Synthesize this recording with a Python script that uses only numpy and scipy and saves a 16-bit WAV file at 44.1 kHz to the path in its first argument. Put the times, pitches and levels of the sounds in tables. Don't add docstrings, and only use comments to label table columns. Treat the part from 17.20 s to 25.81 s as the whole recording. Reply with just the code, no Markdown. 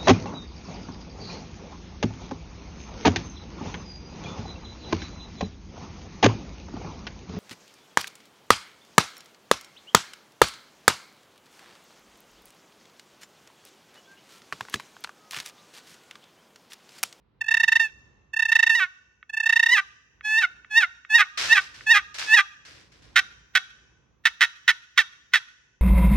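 import sys
import numpy as np
from scipy import signal
from scipy.fft import rfft, irfft, next_fast_len
from scipy.io import wavfile
from scipy.ndimage import uniform_filter1d, minimum_filter1d, map_coordinates

SR = 44100
rng = np.random.default_rng(int(sys.argv[2]) if len(sys.argv) > 2 else 0)


def materialize(psi):
    bounded = np.clip(np.atleast_2d(psi).T, -1, 1)
    quanta = np.round(bounded * 32767).astype(np.int16)
    wavfile.write(sys.argv[1], SR, quanta)


N = 379701
T = np.arange(N) / SR

# frequency in Hz, relative density in dB per Hz.
RUMBLE_TONE = [(15, -67), (32, -28), (59, 0), (85, -9.5), (120, -7.5), (200, -14.5), (330, -17), (480, -19),
               (650, -27.5), (1000, -22.5), (1500, -29.5), (4000, -38), (8000, -68), (15000, -79)]
# time in seconds, level in dB.
RUMBLE_LEVEL = [(0, -68), (.6, -61), (1.6, -68.5), (2.8, -70.5), (3.3, -65), (4.1, -71), (4.6, -58.5),
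                (5.3, -69), (5.7, -58.5), (6.5, -67), (7.7, -72), (8.6, -69.5)]
# frequency in Hz, correlation from -1 to 1.
SIDE_LIKENESS = [(50, .9), (130, .75), (300, .3), (1000, .3)]

# time in seconds where the swelling stutter is still
# 6 dB below its peak, peak pressure in dB, length between the 6 dB down points in seconds,
# slip rate in Hz before the bend of firm stutters.
PURR_STUTTERS = [(0.2116, -21.8, 0.0093, 894), (0.2411, -32.9, 0.0085, 871), (0.2618, -33.3, 0.0116, 879),
                 (0.2833, -17.9, 0.0095, 901), (0.3102, -16.4, 0.0153, 897), (0.3407, -13.5, 0.0095, 904),
                 (0.3691, -16.0, 0.0094, 898), (0.3992, -16.9, 0.0137, 903), (0.433, -13.3, 0.0119, 908),
                 (0.4799, -13.6, 0.0128, 901), (0.5202, -12.6, 0.0122, 896), (0.5558, -12.6, 0.0141, 907),
                 (0.597, -14.5, 0.009, 900), (1.1355, -25.8, 0.01, 888), (1.1648, -20.6, 0.0118, 892),
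                 (1.1928, -16.3, 0.0117, 897), (1.2222, -16.3, 0.0112, 900), (1.2528, -18.7, 0.0103, 894),
                 (1.2858, -20.6, 0.0176, 895), (1.3186, -12.9, 0.0129, 901), (1.3537, -12.0, 0.0134, 903),
                 (1.3907, -13.4, 0.0127, 899), (1.4277, -12.3, 0.0127, 909), (1.4653, -15.2, 0.0132, 903),
                 (1.4953, -13.3, 0.0114, 909), (2.0957, -31.8, 0.0084, 866), (2.1341, -26.8, 0.0163, 879),
                 (2.1699, -21.1, 0.0131, 889), (2.2008, -18.8, 0.0102, 890), (2.2314, -22.8, 0.013, 883),
                 (2.2593, -16.4, 0.0151, 899), (2.2927, -13.2, 0.012, 902), (2.3253, -13.6, 0.0118, 903),
                 (2.3598, -13.3, 0.0151, 909), (2.3943, -12.2, 0.0096, 910), (2.4284, -13.9, 0.0127, 915),
                 (2.4605, -14.5, 0.012, 914), (2.4884, -17.5, 0.0174, 932)]
# time in seconds, slip rate in Hz, pressure in dB.
YELP_STROKES = [
    [(.602, 900.5, -18.5), (.615, 906.8, -19.5), (.625, 915.6, -23), (.637, 896, -23), (.652, 877, -24.5),
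     (.664, 873, -30), (.675, 860.9, -39.5), (.685, 829.4, -48), (.7, 749.3, -54)],
    [(1.5, 910, -24), (1.51, 896.4, -19.5), (1.547, 893.2, -21.5), (1.554, 982, -14.5), (1.57, 938, -23.5),
     (1.59, 913.6, -22), (1.603, 776, -19), (1.64, 727.1, -20.5), (1.665, 698, -44.5)],
    [(2.5, 967.8, -27), (2.511, 995.6, -21), (2.52, 958.5, -14.5), (2.535, 1023, -10.5), (2.552, 906, -19),
     (2.566, 836, -15.5), (2.58, 807, -14), (2.598, 773.6, -17.5), (2.612, 722.3, -49.5)],
    [(3.028, 834.8, -56.5), (3.052, 850.7, -23.5), (3.17, 886.3, -18.5), (3.191, 935.2, -16.5),
     (3.202, 899.7, -25.5), (3.222, 870.6, -19), (3.238, 745, -13.5), (3.252, 696, -16),
     (3.265, 699.2, -40.5)],
    [(3.497, 861.5, -58), (3.512, 851.5, -30), (3.548, 863.5, -22), (3.582, 939.2, -9.5),
     (3.598, 905, -21.5), (3.616, 852, -17), (3.634, 732, -12.5), (3.648, 685.4, -20), (3.66, 669.5, -39.5)],
    [(3.89, 888, -55.5), (3.904, 857.7, -23.5), (3.935, 873.9, -18), (3.956, 944, -8.5),
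     (3.975, 927.5, -18.5), (3.988, 836, -12.5), (4.012, 809, -8.5), (4.028, 729, -22), (4.042, 725, -39)],
    [(4.275, 869.9, -48.5), (4.3, 876.5, -21.5), (4.318, 890, -12.5), (4.333, 952.5, -8.5),
     (4.345, 906.7, -25.5), (4.358, 835.8, -12), (4.38, 793, -11), (4.393, 754, -20.5),
     (4.402, 754.5, -33.5)],
    [(4.659, 857, -50.5), (4.669, 868, -21), (4.69, 866.3, -18), (4.718, 947.4, -9), (4.734, 885.6, -17),
     (4.75, 803.6, -7), (4.774, 825, -9.5), (4.786, 812, -21.5), (4.8, 757, -32)],
    [(5.05, 839.7, -51), (5.085, 860.2, -25.5), (5.133, 883.5, -11.5), (5.149, 969.6, -9),
     (5.16, 913.5, -20), (5.175, 830, -7), (5.19, 791, -9), (5.208, 803, -12.5), (5.222, 744.7, -39)],
]
YELP_RASPS = [(0, 0, .03), (.65, 0, 0), (.6, .06, .2), (.1, .2, .04), (.3, .15, .05), (.6, .12, .19),
              (.55, .14, .2), (.65, .14, .2), (.45, .1, .19)]
RASP_STAGE_WEIGHTS = [0, 0, 0, 0, 0, .2, 1, 1.2, 1.2]
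# time in seconds, level in dB before a fixed boost and the box.
LID_TICKS = [(2.0283, -31.5), (3.0096, -30), (3.447, -32), (3.8494, -29.5), (4.609, -28.5)]
# start in seconds, pressure in dB, hold in seconds,
# fade over the hold in dB, slip rate in Hz, end slip rate in Hz, end roughness (0-1).
CUT_STROKES = [(5.9579, -10, .039, -6.5, 739.8, 794.7, .45), (6.3511, -7.5, .027, -12, 753.3, 749.8, 0.5),
               (7.053, -8, .034, -23, 876.4, 961, .4), (7.208, -7, 0.044, -16, 943, 905.6, .45),
               (7.477, -9.5, 0.035, -6, 992, 904.7, 0.4), (7.775, -6, .046, -20.5, 1061, 763, 0),
               (8.1341, -7, 0.049, -22.5, 1050, 789.5, 0.1)]
# frequency in Hz, width in Hz, level in dB, factor on that level whose sign is
BOX_MODES = [(942.5, 38, -18.5, 0.24), (1214.5, 135.3, 1, 0.39), (1506, 91, -5.5, -1.41),
             (1785.5, 209.7, 2.5, -0.65), (2125, 400, -3, 0.77), (2205, 52, -6.5, -1.3),
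             (2642, 140, -5, 0.75), (3030, 230, -13, 0.82), (3332, 54, -10, 0.84),
             (3697.5, 105, -6.5, 0.69), (5020, 210, -22.5, -1.4), (5670, 374, -14, 0.58),
             (5740, 270, -39, 0.95), (6680, 700, -46.5, 0.76), (10800, 8700, -37, 0.18),
             (13600, 3400, -38, 0.96)]
# frequency in Hz, gain in dB.
MIC_GAIN = [(300, -42.5), (620, -0.5), (780, 3.5), (1000, 1.5), (3000, 1.5), (8000, -3.5), (8600, -12.5),
            (10500, 4), (12000, -20), (13500, -9)]
# frequency in Hz, gain in dB.
RAISED_GAIN = [(350, 10.5), (650, 1), (900, -2.5), (1250, -6.5), (1450, -2.5), (2000, -2), (2700, -4),
               (3100, 1), (3700, 2), (6000, -0.5), (12000, 1)]
# frequency in Hz, left minus right in dB.
PORT_LEAN = [(600, -2.5), (1300, -6), (1900, -6), (2700, -5), (4400, -4), (8000, -3), (15000, -2.5)]
# frequency in Hz, lead of the left in radians.
PORT_LEAD = [(500, .3), (900, .4), (1550, -.5), (3100, .7), (5000, 1.3), (7060, 1.7), (9000, -2),
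             (13000, -1.5)]
# time in seconds, added left minus right in dB.
BOX_TURN = [(0, 1.5), (1.5, 1), (3, 3), (5.2, 2.5), (6, 1.5), (8.6, 1.5)]

# frequency in Hz, late decay time by 60 dB in seconds, relative level in dB.
YARD_DECAY = [(706, 0.42, 8), (1510, 0.93, 4), (2020, 1.07, -9), (2540, 1.2, -1.5), (3850, 0.69, 2),
              (6500, 1.5, 4.5), (8000, 0.96, -1), (14000, 0.62, -6.5)]
# delay in seconds after the yard's first answer, level in dB.
SHED_ECHOES = [(.068, -38), (.135, -40)]

# time in seconds, crunch in dB, thud in dB, fade of the crunch in dB per second,
# length before the shoe lifts in seconds.
GRAVEL_SCUFFS = [(4.176, -25.5, -49, -28.5, 0.16), (4.41, -47.5, -73.5, -150, 0.12),
                 (4.544, -47.5, -64.5, -61, 0.22), (4.944, -36.5, -65.5, -150, 0.033),
                 (4.985, -31, -56.5, -71.5, 0.14), (5.452, -46.5, -62, -54, 0.18),
                 (5.721, -57, -66.5, -78.5, .09), (5.824, -58, -68.5, -58.5, 0.19)]
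# frequency in Hz, relative density in dB per Hz.
CRUNCH_TONE = [(240, -47), (400, -20), (1120, -9), (1540, -2), (3620, -5), (5390, -5), (10900, -27.5),
               (11600, -30), (12100, -40), (12900, -30), (15500, -42.5)]
# frequency in Hz, relative density in dB per Hz.
THUD_TONE = [(24, -42), (40, -7.5), (81, -7), (253, -13), (306, -5.5), (700, -11.5), (910, -33.5),
             (1540, -120)]

RISE_SHARE, FIRM_RISE_SHARE = .47, .33
RISE_BEND, FALL_BEND = 2.4, 2.7
CATCH_HZ, HURRY_HZ = 36, 52
BEND_FROM_DB, BEND_FULL_DB = -21, -12.5
CLEAN = .012
CUT_ROUGH, CUT_HALF = .5, .4
RAISED_S = 5.8
BITE_S, SINK_S, LIFT_DB_PER_S = .004, .034, -150
CEILING, LOOK_S, TOP_HZ = .92, .004, 15900


def amp(db):
    return 10 ** (np.asarray(db) / 20)


def unit(x):
    return x / np.sqrt(np.mean(x ** 2) + 1e-20)


def along(points, hz):
    table_hz, values = np.transpose(points)
    return np.interp(np.log(hz + 1), np.log(table_hz + 1), values)


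def filtered(x, response):
    size = next_fast_len(N + SR // 2)
    spectrum = rfft(x, size) * response(np.fft.rfftfreq(size, 1 / SR))
    return irfft(spectrum, size)[..., :N]


def stereo_noise(tone, likeness, white):
    def mid_and_side(hz):
        angle = np.arccos(np.clip(along(likeness, hz), -1, 1)) / 2
        return amp(along(tone, hz)) * [np.cos(angle), np.sin(angle)]

    mid, side = filtered(white, mid_and_side)
    return unit(np.array([mid + side, mid - side]))


def far_rumble():
    swell = map_coordinates(rng.standard_normal(80), [T * 7])
    level_db = np.interp(T, *np.transpose(RUMBLE_LEVEL)) + 2 * swell
    lean_db = [[-1.1], [1.1]]
    return amp(level_db + lean_db) * stereo_noise(RUMBLE_TONE, SIDE_LIKENESS, rng.standard_normal((2, N)))


def purr(rate, press, rough):
    for s, db, length, hz in PURR_STUTTERS:
        firm = np.interp(db, [BEND_FROM_DB, BEND_FULL_DB], [0, 1])
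        share = RISE_SHARE + firm * (FIRM_RISE_SHARE - RISE_SHARE)
        near = np.arange(round((s - length) * SR), round((s + 2 * length) * SR))
        t = near / SR - s - share * length
        u = t / length / np.where(t < 0, share, 1 - share)
        grip = amp(db - 6 * np.abs(u) ** np.where(u < 0, RISE_BEND, FALL_BEND))
        ahead = grip > press[near]
        on, u = near[ahead], u[ahead]
        press[on] = grip[ahead]
        bend_hz = np.where(u < 0, CATCH_HZ, HURRY_HZ) * np.clip(u, -1.5, 1.6) ** 2 - 12
        rate[on] = hz + firm * bend_hz
        rough[on] = CLEAN + .06 * firm


def yelps(rate, press, half, rough):
    for stages, (two, hang_grit, grit) in zip(YELP_STROKES, YELP_RASPS):
        s, hz, db = np.transpose(stages)
        drawn = amp(np.interp(T, s, db, -200, -200))
        on = drawn > np.maximum(press, 1e-6)
        press[on] = drawn[on]
        rate[on] = np.interp(T[on], s, hz)
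        half[on] = two * np.interp(T[on], s, RASP_STAGE_WEIGHTS)
        rough[on] = CLEAN + np.interp(T[on], s[4:7], [0, hang_grit, grit])


def cuts(rate, press, half, rough):
    for s, db, hold, fade_db, hz, end_hz, end_grit in CUT_STROKES:
        on = (T >= s - .015) & (T < s + hold + .012)
        u = (T[on] - s) / hold
        level_db = db + fade_db * np.clip(u, 0, None) ** 1.6 - 90 * np.clip(u - 1, 0, None)
        bite = np.clip(u / .022, 0, 1)
        drag = amp(-36.5 + 37 * np.minimum(u, 0))
        press[on] = amp(level_db) * (bite + drag)
        rate[on] = np.interp(u, [0, 1], [hz, end_hz])
        rough[on] = np.interp(u, [0, 1], [CUT_ROUGH, end_grit])
        half[on] = CUT_HALF


def strokes():
    rate = np.full(N, 900.)
    press, half, rough = np.zeros((3, N))
    purr(rate, press, rough)
    yelps(rate, press, half, rough)
    cuts(rate, press, half, rough)
    return rate, press, np.clip(half, 0, 1), np.clip(rough, 0, .6)


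def pulses(times, sizes):
    at = times[:, None] * SR
    idx = np.floor(at).astype(int) + np.arange(-8, 9)
    kernel = np.sinc(idx - at) * np.cos(np.pi * (idx - at) / 18) ** 2
    return np.bincount(np.clip(idx, 0, N - 1).ravel(), (kernel * sizes[:, None]).ravel(), N)


def slip_kicks(rate, press, half, rough):
    waver = map_coordinates(rng.standard_normal(N // 200 + 4), [np.arange(N) / 200])
    slips_so_far = np.cumsum(rate * (1 + .1 * rough * waver)) / SR
    count = np.arange(1, int(slips_so_far[-1]))
    times = np.interp(count, slips_so_far, T)
    i = (times * SR).astype(int)
    chance = rng.standard_normal((N // 30, 2))[:len(count)]
    times = times + .12 * rough[i] * chance[:, 0] / rate[i]
    alternation = 1 + half[i] * (-1) ** count
    unevenness = np.clip(1 + .9 * rough[i] * chance[:, 1], 0, 2)
    sizes = press[i] * alternation * unevenness
    kicks = pulses(times, sizes * SR / rate[i] / np.sqrt(2))
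    hiss = press * (amp(-28) + amp(-3) * rough) * rng.standard_normal(N)
    return kicks + hiss


def rounded(kicks, rate):
    blunt = filtered(kicks, lambda hz: 1 / (1 + 1j * hz / 3500) ** 2)
    sharp = amp(np.clip(6 * (rate - 900) / 100, -14, 0))
    sharp[T >= RAISED_S] = 1
    return blunt + sharp * (kicks - blunt)


def lid_ticks():
    s, db = np.transpose(LID_TICKS)
    return filtered(pulses(s, amp(db + 27.5)), lambda hz: 1 / (1 + (hz / 3600) ** 6))


def box(hz):
    modes = 0
    for mode_hz, width, db, sign in BOX_MODES:
        damping = 1j * hz * width
        modes = modes + sign * amp(db) * damping / (mode_hz ** 2 - hz ** 2 + damping)
    return modes * amp(along(MIC_GAIN, hz))


def box_call():
    rate, press, half, rough = strokes()
    kicks = rounded(slip_kicks(rate, press, half, rough), rate)
    low = kicks * (T < RAISED_S) + lid_ticks()
    high = kicks * (T >= RAISED_S)
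    return filtered(low, box) + filtered(high, lambda hz: box(hz) * amp(along(RAISED_GAIN, hz)))


def at_ports(wood):
    sides = np.array([[.5], [-.5]])

    def port_response(hz):
        return amp(sides * along(PORT_LEAN, hz)) * np.exp(1j * sides * along(PORT_LEAD, hz))

    return filtered(wood, port_response) * amp(sides * np.interp(T, *np.transpose(BOX_TURN)))


def yard(x, wet_db):
    hz, t, noise = signal.stft(rng.standard_normal((2, SR)), SR, nperseg=256)
    table_hz, t60, tone_db = np.transpose(YARD_DECAY)
    start_db = np.interp(hz, table_hz, tone_db)[:, None]
    life = np.interp(hz, table_hz, t60)[:, None]
    trees = amp(-60 * t / life)
    near_walls = amp(12 - 60 * t / .15)
    tail = signal.istft(noise * amp(start_db) * (trees + near_walls), SR, nperseg=256)[1]
    tail *= amp(wet_db) / np.linalg.norm(tail[0])
    for delay, db in SHED_ECHOES:
        start = round(delay * SR)
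        tail[:, start:start + 400] += amp(db) * rng.standard_normal((2, 400)) / 20
    delayed = np.pad(x, (300, 0))
    return signal.fftconvolve(delayed[None], tail, axes=1)[:, :N]


def gravel():
    crunch, thud = np.zeros((2, N))
    for s, crunch_db, thud_db, fade_db, length in GRAVEL_SCUFFS:
        t = T - s + BITE_S
        fall_db = fade_db * np.clip(t, 0, length)
        lift_db = LIFT_DB_PER_S * np.clip(t - length, 0, None)
        crunch += np.clip(t / BITE_S, 0, 1) ** 2 * amp(crunch_db + fall_db + lift_db)
        thud += np.clip(t / SINK_S, 0, 1) ** 2 * amp(thud_db + .4 * fall_db + lift_db)
    grain_db = 3.2 * rng.standard_normal(N // 12 + 1).repeat(12)[:N]
    grains = rng.standard_normal((2, N)) * amp(grain_db)
    stones = crunch * stereo_noise(CRUNCH_TONE, [(100, .38), (5000, .13)], grains)
    return stones + thud * stereo_noise(THUD_TONE, SIDE_LIKENESS, rng.standard_normal((2, N)))


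def scene():
    rumble = far_rumble()
    wood = box_call()
    return rumble + at_ports(wood) + yard(wood, wet_db=-20) + gravel()


def record(dry):
    look = round(LOOK_S * SR)
    need = np.minimum(1, CEILING / (np.abs(dry).max(axis=0) + 1e-9))
    gain = uniform_filter1d(minimum_filter1d(need, size=2 * look + 1), size=look)
    return filtered(dry * gain, lambda hz: hz < TOP_HZ)


dry = scene()
out = record(dry)
materialize(out)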